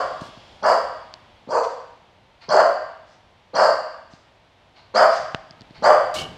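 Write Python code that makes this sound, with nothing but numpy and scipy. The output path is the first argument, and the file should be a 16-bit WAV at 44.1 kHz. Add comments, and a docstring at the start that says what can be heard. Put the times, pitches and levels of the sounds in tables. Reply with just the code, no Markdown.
"""A living room with a hard floor: a stocky dog barks hoarsely, close to a hand-held camera.
Of its seven barks, the first is heard only as an echo. The others open with a snap of the lips, the last
four with a rising squeak, then swell, hold and drop away as the mouth moves. Some have a soft huff
before or a rasp after, and the room rings after each. Fingers tick and bump on the camera's case, a low
rumble comes and goes, and loose metal rattles and rings, faintly at first and louder at the end."""
import sys
import numpy as np
from scipy import signal
from scipy.fft import rfft, irfft
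from scipy.io import wavfile
from scipy.ndimage import uniform_filter1d, minimum_filter1d

SR = 44100
rng = np.random.default_rng(int(sys.argv[2]) if len(sys.argv) > 2 else 0)


def unload_audio(sound):
    """Save the sound as a 16-bit wav file, at the path given as the first command line argument."""
    columns = np.transpose(np.atleast_2d(sound))
    # keep every value between -1 and 1, then stretch to whole-number steps
    steps = np.round(np.clip(columns, -1, 1) * 32767)
    wavfile.write(sys.argv[1], SR, steps.astype(np.int16))


N = 281308
LEAD = SR // 2  # spare samples for sounds that begin before time zero
FRAMES = dict(nperseg=1024, noverlap=896)  # how sound is sliced for filters that change over time


def dog():
    """All the dog's sounds: barks, with huffs, lip snaps, squeaks and rasps around them."""
    # t/s, base pitch/Hz, clean tone/dB, body/dB, cough/dB, swell depth/dB, swell/s, hold until/s,
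    # effort/dB, jaw opening/factor, hiss/dB, hiss sag/(dB/s), jet/dB, teeth/dB, lip opening/factor
    barks = [(-0.18, 306.3, -23, -2, 9, 22.5, 0.025, 0.11, -13.5, 1.024, -29.5, 48, -14, -60, 0.99),
             (0.623, 346, -8.5, 0.5, 2.5, 27, 0.017, 0.096, -12.5, 1.062, -37, -56, 1, -59.5, 0.99),
             (1.471, 315, -4, 2.5, -5, 35.5, 0.039, 0.11, -14, 0.91, -39, 6, -9, -70, 0.96),
             (2.484, 317.2, 1, 0, 2.5, 21, 0.025, 0.12, -13, 1.068, -29.5, 41, 2.5, -63, 0.98),
             (3.532, 310.5, -13, -0.5, -7, 27.5, 0.0199, 0.13, -14.5, 1.04, -32, -10, 4, -63, 1.0),
             (4.939, 325.5, -3.5, -1.5, -3, 23, 0.013, 0.1, -12, 1.127, -25.5, 89, -1, -58.5, 0.99),
             (5.821, 303.1, -4, -0.5, -0.5, 22.5, 0.017, 0.093, -10.5, 1.103, -27, 129, -7, -59, 0.97)]
    # soft breaths before a bark: t/s, length/s, level/dB
    huffs = [(2.403, 0.06, -47), (4.747, 0.075, -52), (5.737, 0.061, -48)]
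    # tone colour of a huff: f/Hz, level/dB
    huff_spectrum = [(200, -34.5), (750, 1), (1500, -7), (2300, -3.5), (3500, -10.5), (4400, -1.5),
                     (5500, -17.5), (12000, -53)]
    # the lips breaking open: t/s, length/s, level/dB
    snaps = [(0.629, 0.024, -41.5), (1.506, 0.021, -43.5), (2.489, 0.023, -35), (3.549, 0.018, -33.5),
             (4.95, 0.026, -37.5), (5.823, 0.034, -47.5)]
    # rising squeaks that open the last four barks: t/s, length/s, top f/Hz, level/dB
    squeaks = [(2.497, 0.032, 4650, -32.5), (3.55, 0.026, 4555, -32), (4.946, 0.04, 5080, -28.5),
               (5.831, 0.034, 5080, -29.5)]
    # rasping breaths after a bark: t/s, length/s, level/dB
    rasps = [(1.627, 0.033, -41.5), (3.042, 0.14, -64), (4.093, 0.085, -59), (5.1, 0.1, -40)]
    # tone colour of a rasp: f/Hz, level/dB
    rasp_spectrum = [(500, -19), (2000, 5), (3800, 1.5), (4900, 6.5), (6300, 0.5), (8500, -11),
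                     (14000, -53)]
    track = np.zeros(LEAD + N)
    for start, *row in barks:
        add(track, start, bark(*row))
    for start, *row in huffs:
        add(track, start, breath(*row, huff_spectrum))
    for start, *row in snaps:
        add(track, start, lip_snap(*row))
    for start, *row in squeaks:
        add(track, start, squeak(*row))
    for start, *row in rasps:
        add(track, start, breath(*row, rasp_spectrum))
    return signal.lfilter(*signal.butter(3, 105, "high", fs=SR), track)  # the dog's sounds carry no deep bass


def bark(pitch_hz, clean_db, body_db, cough_db, depth_db, swell_s, hold_s, level_db, jaw, *hiss_settings):
    """One bark: a rough voice passes through the moving mouth, joined by a hiss and a grunt."""
    t, effort_db, mouth = bark_motion(depth_db, swell_s, hold_s, level_db, jaw)
    push_db = effort_db + 12
    wobble, shake, air = rng.standard_normal((3, SR // 2))[:, :len(t)]
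    pitch = pitch_hz * np.exp(0.007 * push_db)  # a harder push is higher
    wobble = evened(uniform_filter1d(wobble, size=120))
    buzz = vocal_folds(pitch, wobble, shake, air)
    voice = throat(buzz, t, mouth, push_db, body_db, cough_db)
    # at the bark's height, the tone at twice the pitch locks onto the main resonance and sounds clean
    clean = np.sqrt(2) * np.sin(4 * np.pi * np.cumsum(pitch * (1 + .1 * wobble)) / SR)
    voice += clean * gain_of(clean_db) * np.exp(-((t - 0.72 * hold_s) / 0.036) ** 2)
    hiss_swell = gain_of(-39 * np.exp(-t / (0.64 * swell_s)))
    hissing = hiss(t, hold_s, *hiss_settings) * hiss_swell
    return (voice * gain_of(effort_db) + hissing + grunt(len(t))) * signal.windows.tukey(len(t), .03)


def bark_motion(depth_db, swell_s, hold_s, level_db, jaw, release_s=0.048, release_db_per_s=451.5):
    """The effort swells, holds and dies; the mouth springs open, then starts to close after the hold."""
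    shut, open_s, close_per_s = 0.22, 0.014, 0.68
    t = np.arange(0, hold_s + release_s, 1 / SR)
    after_hold = np.maximum(t - hold_s, 0)
    effort_db = level_db - depth_db * np.exp(-t / swell_s) - release_db_per_s * after_hold
    mouth = jaw * (1 - shut * np.exp(-(t / open_s) ** 2) - close_per_s * after_hold)
    return t, effort_db, mouth


def vocal_folds(pitch, wobble, shake, air, jitter=0.1433, hoarseness=.62, shake_db=3):
    """The folds in the throat beat unevenly and let a puff of air through on each beat."""
    cycles = np.cumsum(pitch * (1 + jitter * wobble)) / SR
    buzz = evened(sum(np.cos(2 * np.pi * k * cycles) for k in range(1, 26)))
    puffs = evened((.5 + np.exp(-(cycles % 1) / 0.79)) * air)
    tremble = gain_of(shake_db * evened(uniform_filter1d(shake, size=250)))
    return ((1 - hoarseness) * buzz / 2 + hoarseness * puffs) * tremble


def throat(buzz, t, mouth, push_db, body_db, cough_db, body_hz=900, cough_hz=1300, cough_s=0.038):
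    """Throat and mouth favour some frequencies (resonances), which rise as the mouth opens."""
    # resonances of throat and mouth: f/Hz, width/Hz, level/dB
    peaks = [(150, 45, -36), (540.3, 79.6, 0), (628, 63.4, 4.5), (770, 110, -6), (1038, 324, -4.5),
             (1347, 414, -13), (1660, 110, -20), (1980, 560, -31), (2723, 170, -29), (3060, 180, -34)]
    hz, when, spectra = signal.stft(buzz, SR, **FRAMES)
    hz = hz[:, None]
    opening = np.interp(when, t, mouth)
    octaves = np.log2(np.clip(hz, 600, 3000) / 600)
    tilt = gain_of(0.021 * np.interp(when, t, push_db) * octaves)  # a harder push is brighter
    body = gain_of(body_db * np.exp(-(4 * (hz / body_hz - 1)) ** 2))  # the tongue shapes the middle
    # the cough sets how harsh the first burst is
    cough = gain_of(cough_db * np.exp(-(2 * np.log(hz / cough_hz + 1e-9)) ** 4 - (when / cough_s) ** 4))
    return steady_sound(spectra * resonances(peaks, hz / opening) * tilt * body * cough, len(t))


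def hiss(t, hold_s, db, sag_db_per_s, jet_db, teeth_db, lips, release_db_per_s=453):
    """A jet of air rasps through the muzzle, and the bared teeth fizz last."""
    # high resonances of the muzzle: f/Hz, width/Hz, level/dB
    peaks = [(4500, 180, -0.5), (4874, 335, 5.5), (5400, 490, -17), (6320, 310, -9.5), (7215, 180, -9),
             (7960, 830, -17.5)]
    jet_peak, teeth_peak = (4700, 430, jet_db), (11000, 3200, 0)  # same columns
    air = rng.standard_normal(SR // 2)[:len(t)]
    hz, when, spectra = signal.stft(air, SR, **FRAMES)
    hz = hz[:, None]
    # the resonances leap up as the lips part, then sink
    arch = lips * (1.0596 - 0.17 * np.exp(-(t / 0.028) ** 2) - .6 * t)
    muzzle = resonances(peaks + [jet_peak], hz / np.interp(when, t, arch))
    # narrow lips add treble
    narrow_db = 150 * max(1 - lips, 0) * np.interp(hz, [5400, 5900, 8500, 11000], [0, 1, 1, 0])
    jet = steady_sound(spectra * muzzle * gain_of(narrow_db), len(t)) * gain_of(db - sag_db_per_s * t)
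    teeth = steady_sound(spectra * resonances([teeth_peak], hz), len(t))
    teeth *= gain_of(teeth_db - 90 * np.maximum(hold_s - t, 0))
    release = gain_of(-release_db_per_s * np.maximum(t - hold_s, 0))
    return (jet + teeth) * release * flutter(len(t), depth_db=2.4)


def grunt(size, db=-37, fade_s=0.024):
    """The chest thumps as the air is first pushed out."""
    t = np.arange(size) / SR
    low_band = signal.butter(2, [130, 300], "band", fs=SR, output="sos")
    thump = signal.sosfilt(low_band, rng.standard_normal(SR // 2))
    return gain_of(db) * evened(thump)[:size] * np.exp(-t / fade_s)


def breath(length_s, db, spectrum):
    """A short swell of air through the muzzle: a huff or a rasp."""
    size = int(length_s * SR)
    air = coloured(rng.standard_normal(SR // 4), spectrum)[:size]
    return gain_of(db) * air * signal.windows.tukey(size, .7)


def lip_snap(length_s, db):
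    """A grainy spit of air as the lips break open."""
    # resonances at the lips: f/Hz, width/Hz, level/dB
    peaks = [(3247, 82, 1.5), (4480, 140, -3.5), (4940, 210, 1.5), (5770, 340, -3)]
    size = int(length_s * SR)
    air = resonated(rng.standard_normal(SR), peaks)[:size]
    return gain_of(db) * evened(air * flutter(size, depth_db=4)) * signal.windows.tukey(size, .2)


def squeak(length_s, top_hz, db, start_hz=3980, quiver=0.017):
    """A hoarse whistle that shoots upwards and swells as the mouth springs open."""
    size = int(length_s * SR)
    progress = np.linspace(0, 1, size)
    hz = start_hz + (top_hz - start_hz) * progress ** 0.74
    hz *= 1 + quiver * (flutter(size, depth_db=5) - 1)
    whistle = np.sin(2 * np.pi * np.cumsum(hz) / SR)
    swell = np.sin(np.pi * progress ** 1.9)
    return gain_of(db) * evened(whistle * swell * flutter(size, depth_db=5))


def flutter(size, depth_db):
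    """Uneven flapping of the lips, which breaks a stream of air into grains."""
    flaps = np.convolve(rng.standard_normal(SR // 2), np.hanning(220), "same")
    return evened(gain_of(depth_db * evened(flaps)))[:size]


def rattle(length_s, db, bright_db, clang_db, ring_db, contacts_per_s=2200, settle_s=0.18):
    """Loose metal makes a burst of tiny hits, clangs under them and swells into a wavering ring."""
    # tone colour of the hits: f/Hz, level/dB
    clatter_spectrum = [(35, -32), (60, -14), (210, -1), (705, 3), (1700, -15.5), (4000, 1.5),
                        (8300, -10.5), (15500, -31.5)]
    # the metal's strong, short-lived resonances: f/Hz, width/Hz, level/dB
    clang_peaks = [(2245, 27, 0), (2950, 180, -0.5)]
    t = np.arange(2 * SR) / SR
    hits, signs, sizes = rng.random((3, len(t)))
    contacts = (hits < contacts_per_s / SR) * np.sign(signs - .5) * gain_of(-2 * np.log(sizes + .02))
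    tilted = [(hz, level + bright_db * np.log2(hz)) for hz, level in clatter_spectrum]
    fade = decay(np.maximum(t - length_s, 0), settle_s)
    clatter = coloured(contacts, tilted) * fade
    clang = evened(resonated(contacts, clang_peaks)) * np.sqrt(fade)
    swell, ending = np.minimum(2 * t / length_s, 1), np.minimum(2 * (t[-1] - t), 1)
    ringing = (shimmer(t) + metal_ring(t)) * swell * ending
    return gain_of(db) * clatter + gain_of(clang_db) * clang + gain_of(ring_db) * ringing


def metal_ring(t, twin_gain=0.63):
    """Each of the metal's tones is a close pair, so its loudness wavers."""
    # the metal's main tones: f/Hz, level/dB, time to fade by 60 dB/s
    tones = [(2898, -1, 1.2), (3092, -10, 4), (3316, -7, 5), (3612, -12, 3.5), (4371, -16, 2.5),
             (4630, -17, 5), (8586, -24, 3), (10300, -28, 2.8)]
    ringing = np.zeros(len(t))
    for hz, db, t60 in tones:
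        split_hz, phase = rng.uniform(1.76, 24), rng.random()
        twin = twin_gain * np.sin(2 * np.pi * (hz + split_hz) * t)
        ringing += gain_of(db) * (np.sin(2 * np.pi * (hz * t + phase)) + twin) * decay(t, t60)
    return ringing


def shimmer(t, count=32):
    """A swarm of weak tones that the thin metal keeps long after it was struck."""
    # tone colour of the swarm: f/Hz, level/dB
    spectrum = [(2000, -13), (3200, -6), (5500, -7.5), (9000, -26.5)]
    low_hz, high_hz = spectrum[0][0], spectrum[-1][0]
    offsets, phases = rng.random((count, 2)).T
    tones_hz = low_hz * (high_hz / low_hz) ** ((np.arange(count) + offsets) / count)
    swarm = sum(gain_of(look_up(spectrum, hz)) * np.sin(2 * np.pi * (hz * t + phase))
                for hz, phase in zip(tones_hz, phases))
    return gain_of(-4.5) * swarm * decay(t, t60=3.7)


def touch(tick_db, tick_hz, t60, bump_db):
    """A finger makes a dry tick of plastic and a soft bump of the case, right at the microphone."""
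    # low tones of the case: f/Hz, level/dB, time to fade by 60 dB/s
    case_tones = [(164, -1, 0.026), (244, -0.5, 0.019)]
    tick = signal.lfilter(*signal.butter(3, 6500, fs=SR), ring(tick_hz, t60))
    bump = sum(gain_of(db) * ring(hz, fade_s) for hz, db, fade_s in case_tones)
    soft_start = 1 - np.exp(-np.arange(SR) / SR / 0.0014)
    knock = gain_of(tick_db) * tick + gain_of(bump_db) * bump * soft_start
    return signal.lfilter(*signal.butter(2, 80, "high", fs=SR), knock)


def rumble(rise_s=0.025, fade_s=0.2, quiet_db=-76.5):
    """A faint, low rumble that swells with nearby movement."""
    # swells of the rumble: peak t/s, level/dB
    peaks = [(0.028, -52.5), (5.2, -51.5), (5.8, -47.5), (6.18, -40)]
    # tone colour of the rumble: f/Hz, level/dB
    spectrum = [(20, -11), (60, -4.5), (130, 2.5), (280, -7.5), (500, -7.5), (2000, -60)]
    t = np.arange(N) / SR
    swells = sum(gain_of(db) * np.exp(-np.maximum((peak - t) / rise_s, (t - peak) / fade_s))
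                 for peak, db in peaks)
    return coloured(rng.standard_normal(N), spectrum) * (gain_of(quiet_db) + swells)


def room_echo(sound, echoes_per_s=4000, early_db=3, early_s=0.0021, build_s=0.0019):
    """Floor and furniture reflect first; then a dense tail of echoes and the room's own tones die away."""
    # how long the room rings: f/Hz, time to fade by 60 dB/s
    fade_times = [(150, 0.5), (1150, 0.71), (2800, 1), (5000, 0.64), (7500, 0.62), (14000, 0.42)]
    # the room's own tones (standing waves): f/Hz, level/dB
    tones = [(408, -35), (764, -33), (1051, -30), (1204, -30), (1561, -25)]
    t = np.arange(SR) / SR
    echoes = rng.choice([-1., 1.], SR) * (rng.random(SR) < echoes_per_s / SR)
    echoes *= 1 + gain_of(early_db) * np.exp(-t / early_s)
    hz, when, spectra = signal.stft(echoes, SR, nperseg=256)
    spectra *= decay(when, look_up(fade_times, hz)[:, None])
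    spectrum = rfft(signal.istft(spectra, SR, nperseg=256)[1][:SR])
    # even out the echo's tone colour
    tail = irfft(spectrum / np.sqrt(uniform_filter1d(abs(spectrum) ** 2, size=90)), SR)
    tail *= (1 - np.exp(-t / build_s)) * np.minimum(4 * (1 - t), 1) ** 4
    standing = sum(gain_of(db) * evened(ring(f, look_up(fade_times, f))) for f, db in tones)
    response = gain_of(-1) * (evened(tail) + standing) / np.sqrt(SR)
    return signal.fftconvolve(sound, response)[:len(sound)]


def hush():
    """The quiet background noise of the house."""
    # tone colour of the background: f/Hz, level/dB
    spectrum = [(15, -42.5), (25, -8.5), (101, -1.5), (140, -6.5), (430, -11), (598, -6), (919, -6.5),
                (1200, -14), (3530, -16.5), (15500, -55.5)]
    # its loudness over time: t/s, level/dB
    levels = [(0, -48.5), (2.201, -56), (4.7, -56), (6.38, -49.5)]
    level_db = np.interp(np.arange(N) / SR, *np.transpose(levels))
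    return coloured(rng.standard_normal(N), spectrum) * gain_of(level_db)


def gain_of(db):
    """Turns decibels into a factor to multiply by."""
    return 10 ** (np.asarray(db) / 20)


def evened(x):
    """Scales a signal to an average power of one."""
    return x / np.sqrt(np.mean(x ** 2) + 1e-20)


def look_up(table, hz):
    """Reads between the rows of a table, on a scale of octaves."""
    table_hz, values = np.transpose(table)
    return np.interp(np.log(hz + 1), np.log(table_hz), values)


def coloured(x, spectrum):
    """Gives a sound a tone colour, at an average power of one."""
    hz = np.fft.rfftfreq(len(x), 1 / SR)
    return evened(irfft(rfft(x) * gain_of(look_up(spectrum, hz)), len(x)))


def resonances(peaks, hz):
    """How strongly a set of steep-sided resonances passes each frequency."""
    return np.sqrt(sum(gain_of(db) ** 2 / (1 + ((hz - f) / width) ** 2) ** 3 for f, width, db in peaks))


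def resonated(x, peaks):
    """Passes a sound through resonances that stay still."""
    return irfft(rfft(x) * resonances(peaks, np.fft.rfftfreq(len(x), 1 / SR)), len(x))


def steady_sound(spectra, size):
    """Joins the spectra of short slices into a sound of even loudness."""
    x = signal.istft(spectra, SR, **FRAMES)[1][:size]
    return x / np.sqrt(abs(uniform_filter1d(x ** 2, size=700)) + 1e-12)


def decay(t, t60):
    """A fade that loses 60 dB every t60 seconds."""
    return np.exp(-np.log(1000) * t / t60)


def ring(hz, t60):
    """One second of a dying tone."""
    t = np.arange(SR) / SR
    return np.sin(2 * np.pi * hz * t) * decay(t, t60)


def add(track, start_s, sound):
    """Adds a sound to a track at the given time."""
    part = track[LEAD + round(start_s * SR):][:len(sound)]
    part += sound[:len(part)]


def scene():
    """Dog and metal echo in the room; touches, rumble and hush are added without echo."""
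    # rattles of the metal: t/s, length/s, clatter/dB, brightness/(dB/octave), clang/dB, ringing/dB
    rattles = [(-0.2, 0.16, -41, 2, -43, -47.5), (0.209, 0.062, -49, -1.5, -70, -58.5),
               (6.141, 0.014, -34, 3, -56, -70), (6.157, 0.051, -33.5, 0, -34.5, -68),
               (6.216, 0.03, -38, -5.5, -50, -56.5)]
    # fingers on the case: t/s, tick/dB, tick f/Hz, time for the tick to fade by 60 dB/s, bump/dB
    touches = [(0.218, -51, 1034, 0.0047, -20), (0.2894, -53, 2900, .004, -32),
               (0.374, -50, 3300, 0.0021, -33), (1.1398, -17.5, 4600, 0.0025, -75),
               (4.136, -38, 4330, 0.004, -31.5), (5.3468, -1, 960, 0.002, -25),
               (5.3476, -7, 2920, 0.0018, -35), (5.5091, -28.5, 4880, 0.007, -36),
               (5.609, -31, 4600, 0.0054, -32.5), (5.6181, -27, 4220, 0.0013, -32.5),
               (5.708, -41, 4300, 0.0043, -32)]
    barking = dog()
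    metal, fingers = np.zeros((2, LEAD + N))
    for start, *row in rattles:
        add(metal, start, rattle(*row))
    for start, *row in touches:
        add(fingers, start, touch(*row))
    echo = room_echo(barking + gain_of(-14) * metal)
    mix = gain_of(-0.5) * barking + metal + echo + fingers
    return (mix[LEAD:] + hush() + rumble())[None]


def record(dry, ceiling=.85, fade_in_s=.004, top_hz=15720):
    """Turns down the loudest peaks, fades in briefly and cuts the highest treble."""
    gain = np.minimum(1, ceiling / (abs(dry) + 1e-9))
    gain = minimum_filter1d(gain, size=400)  # stay low around each peak
    gain = uniform_filter1d(uniform_filter1d(gain, size=200), size=200)
    gain *= np.minimum(np.arange(N) / SR / fade_in_s, 1)
    treble_cut = signal.firwin(511, top_hz, window=("kaiser", 9), fs=SR)
    return signal.oaconvolve(dry * gain, treble_cut[None], "same")


dry = scene()
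out = record(dry)
unload_audio(out)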